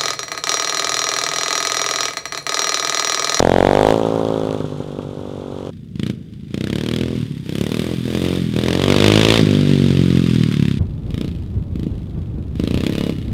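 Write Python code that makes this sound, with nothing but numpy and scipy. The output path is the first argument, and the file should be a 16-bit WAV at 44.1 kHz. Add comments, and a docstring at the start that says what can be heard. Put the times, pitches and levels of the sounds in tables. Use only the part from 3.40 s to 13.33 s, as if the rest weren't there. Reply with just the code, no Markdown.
"""A farmyard with a gravel drive, where a small single-cylinder four-stroke bike is heard in three parts.
It pulls away down the drive; it idles, revs and coasts past; then it idles and blips in a breeze.
Each firing radiates a pressure pulse and a spit of turbulent gas from the pipe.
The valve gear clatters in between, and each place adds its own reflections over faint outdoor air."""
import sys
import numpy as np
from scipy import signal
from scipy.fft import rfft, irfft, next_fast_len
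from scipy.io import wavfile
from scipy.ndimage import uniform_filter1d

SR = 44100
rng = np.random.default_rng(int(sys.argv[2]) if len(sys.argv) > 2 else 0)


def inscribe(sig):
    """Save sig as 16-bit PCM at rate SR to the path in sys.argv[1].

    A 1-D sig is mono; a 2-D sig holds one channel per row.
    Samples are clipped to [-1, 1] before scaling.
    """
    pcm = np.round(np.clip(np.atleast_2d(sig).T, -1, 1) * 32767)
    wavfile.write(sys.argv[1], SR, pcm.astype(np.int16))


N = 437913

TIME = np.arange(N) / SR
SIZE = next_fast_len(N + SR)
HZ = np.maximum(np.arange(SIZE // 2 + 1) * SR / SIZE, 1)

# The three parts. Each: start in seconds, first firing in seconds, end in seconds.
DRIVE_PART, PASS_PART, BREEZE_PART = (0, .0036, 2.305), (2.305, 2.3204, 7.39), (7.39, 7.4143, 9.94)
# Engine speed at the ends of each part. Each: firings per second at the start, at the end.
DRIVE_RATES, PASS_RATES, BREEZE_RATES = (42.66, 46.58), (27.65, 32.85), (24.18, 28.99)

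# Single firings that stand out. Each row: time in seconds, pulse change in dB, gas spit change in dB.
POPS = [(1.204, 9.5, 13), (1.244, 7.5, 0), (1.325, 6.5, 4), (1.405, 8.5, -1), (1.59, 7, 12.5),
        (6.89, 2.5, -12), (7.035, -1, 4), (7.113, 0, 3.5), (7.14, -3, 3), (7.226, 0.5, 4), (7.254, 1, 6),
        (7.283, 1, 5.5), (7.312, 2, 7)]
# Twists of the throttle. Each row: opening in seconds, shutting in seconds, firings per second at
# opening, firings per second at shutting, extra firings per second midway.
TWISTS = [(0, .54, 42.66, 55.35, -1.29), (.56, 1.15, 55.23, 52.45, 1.09), (1.45, 2.305, 48.62, 46.58, 1.1),
          (2.58, 2.71, 23.67, 26.23, 5.5), (3.13, 3.74, 27.76, 42.15, 3.58),
          (4.07, 4.53, 31.1, 43.01, 1.22), (4.68, 4.97, 41.6, 45.2, 1.22), (5.16, 5.98, 39.82, 56.47, 1.65),
          (6.06, 6.84, 50.64, 43.62, -.52), (7.69, 7.86, 23.75, 29.63, 2.51),
          (8.34, 8.48, 22.12, 26.7, 3.51), (9.18, 9.7, 23, 34.66, 4.6)]
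# How hard each twist pulls, at REFERENCE_M and before the trims of each part. Each row: thump in dB,
# bark in dB, gas spit in dB, clatter in dB, swell from opening to shutting in dB (taken in shares),
# spit lost as the rider eases off in dB.
PULLS = [(-22, -15, -33.5, -36, -0.5, -2.5), (-24.5, -22, -45.5, -40, -2, -2.5),
         (-31, -32, -60.5, -45, 4, -10.5), (-20, -35, -36.5, -48, 10, 5.5),
         (-20.5, -27, -33.5, -44, 0, 15.5), (-21.5, -26.5, -34, -40, 5.5, 10.5),
         (-20, -22.5, -35.5, -36, 0, 5), (-19.5, -17.5, -27.5, -33.5, 11, 1.5),
         (-16.5, -30, -40, -37.5, -13, -1), (-21.5, -35, -40.5, -51, 11, 3), (-20, -38.5, -46, -56, 4, 18),
         (-19, -28.5, -36, -44, 3, 6.5)]

# Exhaust pulse spectra, heard from the rear and the side. Each row: frequency in Hz, relative level in dB.
REAR_PULSE_SPECTRUM = [(30, -29), (60, -17), (110, -9), (150, -3), (200, 1.5), (270, 2), (440, 3.5),
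                       (580, 5.5), (670, 4.5), (810, 2), (1250, -7), (1700, -39), (2600, -64)]
SIDE_PULSE_SPECTRUM = [(25, -27), (50, -3), (90, -7.5), (150, 2.5), (230, 6), (410, 4), (620, -6.5),
                       (800, -19), (1200, -14.5), (2000, -60)]
# Gas jet spectra from the rear, the side and afar. Each row: frequency in Hz, relative level in dB.
REAR_JET_SPECTRUM = [(880, 8), (1500, -5.5), (1920, -4.5), (2590, -3), (3410, 5), (4830, -8.5),
                     (6560, -8.5), (11800, -20), (16000, -42)]
SIDE_JET_SPECTRUM = [(530, -14), (880, -8.5), (1200, -5), (1310, -6), (1550, -4), (2020, -2.5),
                     (2800, -1.5), (3400, 1.5), (3750, -1.5), (4520, -8.5), (12100, -23.5), (15100, -28.5),
                     (16000, -41)]
FAR_JET_SPECTRUM = [(530, -37), (900, -13.5), (1290, -3.5), (1550, -11), (1720, -4.5), (3510, -0.5),
                    (5820, -14.5), (13700, -22.5), (16000, -28)]
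# Wind rumble and outdoor air spectra. Each row: frequency in Hz, relative level in dB.
WIND_SPECTRUM = [(15, -11), (30, -19), (55, -1.5), (90, 1.5), (140, -4), (220, -14.5), (370, -20.5),
                 (650, -34), (1500, -47.5), (4000, -68)]
AIR_SPECTRUM = [(20, -10), (60, 6), (150, 16), (400, -4), (900, -42), (3500, -49), (6000, -39.5),
                (16000, -47)]
# Resonances of engine metal. Each row: frequency in Hz, width in Hz, relative level in dB.
METAL_MODES = [(2730, 70, -12), (3570, 150, 8), (3680, 110, 10), (4770, 210, 5), (5520, 210, -6),
               (8570, 370, -4.5)]

# Distance of the bike. Each row: time in seconds, distance in metres.
DRIVE_PATH = [(0, 13), (.55, 15.5), (1.2, 24.7), (2.3, 26.5)]
PASS_PATH = [(2.3, 38), (3.999, 22.9), (4.601, 27), (5.15, 21.5), (5.7, 10.7), (6.1, 15.8), (6.799, 8.4),
             (7.15, 4.7), (7.39, 6)]
BREEZE_PATH = [(7.39, 22.56), (8.8, 28), (9.3, 20.3), (9.93, 21.4)]
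# Echoes between the trees along the drive. Each row: delay in seconds, linear gain.
DRIVE_ECHOES = [(.0022, 0.52), (.004, 0.28), (.0075, .3)]
# Echo off the farm buildings as the bike moves along them, then a later copy of each pulse whose lag shortens.
# Each row: time in seconds, lag in seconds.
ECHO_LAG = [(3.1, 0.0097), (4, 0.0074), (4.3, 0.0043), (4.5, 0.0061), (4.95, 0.012), (5.3, .016),
            (5.6, .011), (5.95, 0.0078)]
# Beaming of the highest treble as the bike turns. Each row: time in seconds, treble gain in dB.
BEAM = [(2.6, 1), (3.7, 1), (4.15, 6.5), (4.9, 5), (5.7, -4.5), (6.8, -0.5)]
# Gusts on the microphone. Each row: time of the peak in seconds, relative peak level in dB.
GUSTS = [(7.41, -21), (7.69, -26), (8.18, -27.5), (8.53, -26.5), (8.77, -26), (8.98, -28), (9.37, -22),
         (9.9, -25)]

# Throttle shut, at COAST_RATE and REFERENCE_M. Each: thump, bark, gas spit and clatter in dB, before trims.
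DRIVE_COAST = (-38, -45.5, -66.5, -50.5)
PASS_COAST = (-20.5, -43.5, -48, -42)
BREEZE_COAST = (-18, -36, -40.5, -40)
COAST_RATE = 40  # firings per second
REFERENCE_M = 20

# In the next four settings the order is thump, bark, gas spit, clatter.
COAST_DB_PER_OCTAVE = (20.7, 32.8, 27.3, 27.8)  # growth with speed, throttle shut
PULL_DB_PER_OCTAVE = (0, 4, 10, 9.5)  # growth with speed, throttle open
SWELL_SHARES = (0.2, .9, 0.57, 0.37)  # share taken of a swell
NEARNESS_SHARES = (0.73, 0.99, 1, 0.56)  # share taken of the distance law

OPENING_S, SHUTTING_S = 0.042, 0.043
COAST_SAG = .1  # midway dip, as a share of the fall in speed
EASE_SHARE = 0.28  # the last part of a twist, in which the rider eases off
GEAR_ORDERS = (28, 56, 76)  # multiples of the firing rate
GUST_S, BREEZE_DB = 0.03, -29.5  # half-length of a gust at 1/e power; relative breeze between gusts
CUTOFF_HZ = 16000


def from_db(db):
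    """Logarithmic level: decibels to amplitude gain."""
    return 10 ** (np.asarray(db) / 20)


def at_times(rows, times):
    """Linear interpolation: the columns of a time table at the given times."""
    seconds, *columns = np.transpose(rows)
    return [np.interp(times, seconds, column) for column in columns]


def response(points):
    """Frequency response: a spectrum table, interpolated over log frequency, as gain."""
    hz, db = np.transpose(points)
    return from_db(np.interp(np.log(HZ), np.log(hz), db, right=-120))


def colour(x, gain):
    """Linear filtering: multiply the spectrum by a gain per frequency."""
    return irfft(rfft(x, SIZE) * gain, SIZE)[:N]


def unit_power(gain):
    """Power normalisation: scale a filter so that its mean squared gain is one."""
    return gain / np.sqrt(np.mean(np.abs(gain) ** 2))


def noise(gain):
    """Filtered random noise: a coloured spectrum with an rms near one."""
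    return colour(rng.standard_normal(N), unit_power(gain))


def delay(seconds):
    """Propagation delay: a phase that falls linearly with frequency."""
    return np.exp(-2j * np.pi * HZ * seconds)


def clicks(times, sizes):
    """Impulse train: one click of the given size at each time."""
    samples = np.clip(np.round(times * SR).astype(int), 0, N - 1)
    return np.bincount(samples, sizes, N)


def fade(x, seconds):
    """Exponential relaxation: a click becomes a fast-rising, slowly dying bump of the same area."""
    for time_constant in (seconds, seconds / 4):
        r = np.exp(-1 / (SR * time_constant))
        x = signal.lfilter([1 - r], [1, -r], x + 1e-18)
    return x


def during(part):
    """Gating: one within a part and zero outside, with a crossfade of a few milliseconds."""
    start, _, end = part
    return uniform_filter1d(1. * ((TIME >= start) & (TIME < end)), size=220)


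def outdoor_air():
    """Ambient noise: steady random sound with the faint spectrum of open air."""
    return from_db(-35.5) * noise(response(AIR_SPECTRUM))


def pulling_away():
    """Directivity: the pipe faces the microphone, so pulses are hard until the trees close in."""
    times, rate = crank(DRIVE_PART, DRIVE_RATES, idle_jitter_s=0.00028)
    levels = effort(DRIVE_PART, times, rate, DRIVE_COAST, DRIVE_PATH)
    thumps, barks, spits, rattles = firings(times, rate, levels, uneven_db=0.46)

    pipe = pipe_response(REAR_PULSE_SPECTRUM, muffler_hz=99, damping=0.55, pipe_s=0.004, pipe_echo=0.011)
    pulses = exhaust(times, from_db(3) * thumps, from_db(1.0) * barks, pipe, knee_hz=395)
    pulses = receding(pulses, far_from_s=0.24, far_by_s=0.75, near_share=0.14,
                      rustle_db=-18, rustle_hz=1343)
    gas = from_db(4.5) * spit(times, spits, REAR_JET_SPECTRUM, lead_s=0.00022, spit_s=0.00041,
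                              front_db=-5.5, scatter_db=1.3)
    metal = clatter(times, rate, rattles, REAR_JET_SPECTRUM, valve_db=-2.5, valve_turn=0.39,
                    valve_s=0.0078, whirr_db=-3.5, metal_db=-27.0)
    bike = yard(pulses + gas + metal, wet_db=-19.5, decay_s=0.095, dull_hz=704)
    return bike * during(DRIVE_PART)


def twists_in(part):
    """Throttle events: the twists that open within a part, each with its pull."""
    return [(twist, pull) for twist, pull in zip(TWISTS, PULLS) if part[0] <= twist[0] < part[2]]


def engine_speed(part, end_rates):
    """Engine kinematics: speed in firings per second, arched by each twist and sagging between."""
    def arc(start, end, first, last, midway):
        u = (TIME - start) / max(end - start, 1 / SR)
        inside = (u >= 0) * (u < 1)
        return inside * (first + (last - first) * u + 4 * u * (1 - u) * midway)

    def coast(start, end, first, last):
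        sag = COAST_SAG * max(first - last, 0)
        return arc(start, end, first, last, -sag) * (TIME < end)

    rate, since, speed = 0, part[0], end_rates[0]
    for (opens, shuts, first, last, midway), _ in twists_in(part):
        rate = rate + coast(since, opens, speed, first) + arc(opens, shuts, first, last, midway)
        since, speed = shuts, last
    rate = rate + coast(since, part[2], speed, end_rates[1])
    return np.maximum(rate, 20)


def crank(part, end_rates, idle_jitter_s):
    """Phase integration: times and rates of the firings; a slow engine turns less evenly."""
    _, first_firing, end = part
    speed = engine_speed(part, end_rates)
    cycles = np.cumsum(speed) / SR
    cycles -= np.interp(first_firing, TIME, cycles)
    whole_cycles = np.arange(np.interp(end, TIME, cycles))
    times = np.interp(whole_cycles, cycles, TIME)
    rate = np.interp(times, TIME, speed)
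    jitter = idle_jitter_s * (25 / rate) ** 4 * rng.standard_normal(len(times))
    return times + jitter, rate


def effort(part, times, rate, coast_db, path):
    """Engine load and distance law: thump, bark, spit and clatter in dB from speed, throttle and metres."""
    db = np.array(coast_db)[:, None] + np.outer(COAST_DB_PER_OCTAVE, np.log2(rate / COAST_RATE))
    for (opens, shuts, first, last, _), (*pull_db, swell_db, ease_db) in twists_in(part):
        throttle = np.interp(times, [opens - OPENING_S, opens, shuts, shuts + SHUTTING_S], [0, 1, 1, 0])
        progress = np.interp(times, [opens, shuts], [0, 1])
        pulling = np.array(pull_db)[:, None] + np.outer(SWELL_SHARES, swell_db * (progress - .5))
        octaves = np.log2(2 * rate / (first + last))  # from the mean of the end speeds
        pulling += np.outer(PULL_DB_PER_OCTAVE, octaves)
        pulling[2] -= ease_db * np.interp(progress, [1 - EASE_SHARE, 1], [0, 1])
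        db = db + throttle * (pulling - db)
    metres, = at_times(path, times)
    return db + np.outer(NEARNESS_SHARES, 20 * np.log10(REFERENCE_M / metres))


def firings(times, rate, levels_db, uneven_db):
    """Cyclic variation: sizes of every firing, with combustion more uneven at low speed."""
    burn = uneven_db * (40 / rate) * rng.standard_normal(len(times))
    crackle = burn.copy()
    for at, pulse_db, gas_db in POPS:
        nearest = np.abs(times - at) * rate < .5
        burn = burn + pulse_db * nearest
        crackle = crackle + gas_db * nearest
    thump, bark, gas, metal = levels_db
    sizes = from_db([thump + burn, bark + burn, gas + crackle, metal])
    return sizes * np.sqrt(SR / rate)  # keeps power independent of the firing rate


def pipe_response(shape, muffler_hz, damping, pipe_s, pipe_echo):
    """Resonator and reflection: a ringing muffler radiates little bass; a dull echo returns in the pipe."""
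    s = 1j * HZ / muffler_hz
    muffler = s * s / (s * s + damping * s + 1)
    echo = pipe_echo * delay(pipe_s) / (1 + (HZ / 300) ** 2)
    return response(shape) * muffler * (1 + echo)


def exhaust(times, thumps, barks, pipe, knee_hz, size=4096):
    """Wave steepening: one pressure pulse per firing, with more upper harmonics the more it barks."""
    hz = np.arange(size // 2 + 1) * SR / size
    pulse = np.interp(hz, HZ, pipe)
    thump_band = (hz > 110) & (hz < 300)
    bark_band = (hz > 380) & (hz < 1200)
    slope = np.log(1 + (hz / knee_hz) ** 2)
    slope /= np.interp(500, hz, slope) - np.interp(190, hz, slope)
    band_ratio = np.linalg.norm(pulse[thump_band]) / np.linalg.norm(pulse[bark_band])
    steepness = barks / thumps * band_ratio
    pulses = pulse * np.minimum(steepness, 1.5)[:, None] ** slope
    # the thump band of each pulse sets its size
    pulses *= (thumps * np.sqrt(size / 2) / np.linalg.norm(pulses[:, thump_band], axis=1))[:, None]
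    waves = np.roll(irfft(pulses), size // 2, axis=1)
    starts = np.clip(np.round(times * SR).astype(int), 0, N)
    out = np.zeros(N + size)
    for at, wave in zip(starts, waves):
        out[at:at + size] += wave
    return out[size // 2:][:N]


def receding(x, far_from_s, far_by_s, near_share, rustle_db, rustle_hz):
    """Scattering: with distance, echoes rival the direct pulse and foliage adds a rough wash."""
    far = np.interp(TIME, [far_from_s, far_by_s], [near_share, 1])
    echo_gain = sum(gain * delay(seconds) for seconds, gain in DRIVE_ECHOES)
    echoes = colour(x, echo_gain / (1 + (HZ / 900) ** 2))
    relative_hz = HZ / rustle_hz
    wash = noise(relative_hz / (1 + relative_hz ** 10)) * np.sqrt(fade(x ** 2, 0.0054))
    return x * (1 - 0.045 * far) + far * (echoes + from_db(rustle_db) * wash)


def spit(times, sizes, shape, lead_s, spit_s, front_db, scatter_db):
    """Jet turbulence: each pulse has a sharp front and a short burst of noisy gas behind it."""
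    sizes = sizes * from_db(scatter_db * rng.standard_normal(len(times)))
    jet = response(shape)
    front = -colour(clicks(times - lead_s, sizes), unit_power(jet / (1 + HZ / 5000)))
    gas_power = fade(clicks(times - lead_s, sizes ** 2), spit_s)
    return from_db(front_db) * front + noise(jet) * np.sqrt(gas_power)


def clatter(times, rate, sizes, shape, valve_db, valve_turn, valve_s, whirr_db, metal_db):
    """Impact and modal ringing: valves closing after each firing and whirring gears excite the metal."""
    taps = sizes * from_db(valve_db + 2.5 * rng.standard_normal(len(times)))
    power = fade(clicks(times + valve_turn / rate, taps ** 2), valve_s)
    power += from_db(2 * whirr_db) * np.interp(TIME, times, sizes ** 2 * rate / SR)
    modes = 0
    for k, (hz, width, db) in enumerate(METAL_MODES):
        modes = modes + (-1) ** k * from_db(db) / (1 + 2j * (HZ - hz) / width)
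    return (noise(response(shape)) + from_db(metal_db) * noise(modes)) * np.sqrt(power)


def yard(x, wet_db, decay_s, dull_hz):
    """Diffuse reflection: trees and wooden walls scatter back a short, dull tail."""
    age = TIME[:SR // 2]
    tail = rng.standard_normal(SR // 2) * np.exp(-age / decay_s) * (age > .002)
    tail_gain = rfft(tail, SIZE) / np.linalg.norm(tail) / (1 + 1j * HZ / dull_hz)
    return x + from_db(wet_db) * colour(x, tail_gain)


def passing():
    """Side radiation: the bike idles, revs along the buildings and rolls past with the throttle shut."""
    times, rate = crank(PASS_PART, PASS_RATES, idle_jitter_s=0.00077)
    levels = effort(PASS_PART, times, rate, PASS_COAST, PASS_PATH)
    thumps, barks, spits, rattles = firings(times, rate, levels, uneven_db=1.52)

    pipe = pipe_response(SIDE_PULSE_SPECTRUM, muffler_hz=110.0, damping=0.87, pipe_s=0.006, pipe_echo=0.16)
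    pulses = exhaust(times, from_db(-1.9) * thumps, from_db(-4.4) * barks, pipe, knee_hz=258)
    pulses = pulses + echo_pulses(times, thumps, barks, pipe, echo_db=-13.5, dull_db=-0.5)
    gulps = from_db(-7.5) * np.sqrt(thumps * barks)
    boom = intake(times + 0.044 / rate, gulps, airbox_hz=91, damping=0.65)
    gas = spit(times, spits, SIDE_JET_SPECTRUM, lead_s=0.00081, spit_s=0.0015,
               front_db=-6, scatter_db=-1.46)
    metal = clatter(times, rate, rattles, SIDE_JET_SPECTRUM, valve_db=-4.5, valve_turn=0.276,
                    valve_s=0.0032, whirr_db=-2.5, metal_db=-8)
    whine = from_db(-14.5) * gear_whine(times, rate, rattles, wander=0.057)
    treble = beamed(gas + metal, corner_hz=9100)
    bike = yard(pulses + boom + whine + treble, wet_db=-11, decay_s=0.12, dull_hz=1150)
    return bike * during(PASS_PART)


def echo_pulses(times, thumps, barks, pipe, echo_db, dull_db):
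    """Delayed copies: each pulse returns with a shifting lag, off the buildings at first, weaker when the bike
    is close."""
    lag, = at_times(ECHO_LAG, times)
    metres, = at_times(PASS_PATH, times)
    gain = from_db(echo_db) * np.minimum(metres / REFERENCE_M, 1)
    return exhaust(times + lag, gain * thumps, gain * from_db(dull_db) * barks, pipe, knee_hz=256)


def intake(times, sizes, airbox_hz, damping):
    """Cavity resonance: each gulp of air makes the air box boom."""
    s = 1j * HZ / airbox_hz
    airbox = (s / (s * s + damping * s + 1)) ** 2
    return -colour(clicks(times, sizes), unit_power(airbox))


def gear_whine(times, rate, sizes, wander):
    """Gear-mesh excitation: teeth sing at multiples of the firing rate with a wavering phase."""
    turn = 2 * np.pi * np.cumsum(np.interp(TIME, times, rate)) / SR
    tones = 0
    for order in GEAR_ORDERS:
        waver = wander * noise(1 / (1 + (HZ / 25) ** 2))
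        tones = tones + np.sin(order * (turn + waver))
    return tones * np.interp(TIME, times, sizes * np.sqrt(rate / SR))


def beamed(x, corner_hz):
    """High-frequency directivity: the top rises or falls as the bike turns."""
    top_db, = at_times(BEAM, TIME)
    top = colour(x, 1 / (1 + (corner_hz / HZ) ** 6))
    return x + (from_db(top_db) - 1) * top


def blipping():
    """Intermittent load: the bike idles between blips while gusts rumble on the microphone."""
    times, rate = crank(BREEZE_PART, BREEZE_RATES, idle_jitter_s=0.00045)
    levels = effort(BREEZE_PART, times, rate, BREEZE_COAST, BREEZE_PATH)
    thumps, barks, spits, rattles = firings(times, rate, levels, uneven_db=1.4)

    pipe = pipe_response(SIDE_PULSE_SPECTRUM, muffler_hz=103, damping=1.0, pipe_s=0.00635, pipe_echo=0.3)
    pulses = exhaust(times, from_db(-4.5) * thumps, from_db(-3.0) * barks, pipe, knee_hz=260)
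    gas = from_db(-1.4) * spit(times, spits, FAR_JET_SPECTRUM, lead_s=.0007, spit_s=0.0011,
                               front_db=-7.5, scatter_db=0.7)
    metal = clatter(times, rate, rattles, FAR_JET_SPECTRUM, valve_db=-3.5, valve_turn=0.27,
                    valve_s=0.0019, whirr_db=-1.5, metal_db=-15)
    bike = yard(pulses + gas + metal, wet_db=-4.5, decay_s=0.025, dull_hz=1210)
    wind = from_db(4.0) * gusting() * noise(response(WIND_SPECTRUM))
    ring = ping(start_s=9.585, hz=2900, level_db=-36, decay_s=.09)
    return (bike + wind + ring) * during(BREEZE_PART)


def gusting():
    """Power addition: wind strength as a steady breeze with brief gusts on top."""
    power = from_db(BREEZE_DB) ** 2
    for peak_s, db in GUSTS:
        power = power + from_db(db) ** 2 * np.exp(-((TIME - peak_s) / GUST_S) ** 2)
    return np.sqrt(power)


def ping(start_s, hz, level_db, decay_s):
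    """Damped free vibration: a jolted metal part of the bike rings on."""
    age = np.maximum(TIME - start_s, 0)
    return from_db(level_db) * np.sin(2 * np.pi * hz * age) * np.exp(-age / decay_s)


def scene():
    """Superposition: the three parts in succession over faint outdoor air."""
    return (outdoor_air() + pulling_away() + passing() + blipping())[None]


def record(dry):
    """Overload and band limiting: the strongest peaks are clipped and the top is cut."""
    clipped = np.clip(dry, -1, 1)
    return colour(clipped[0], 1 / (1 + (HZ / CUTOFF_HZ) ** 120))[None]


dry = scene()
out = record(dry)
inscribe(out)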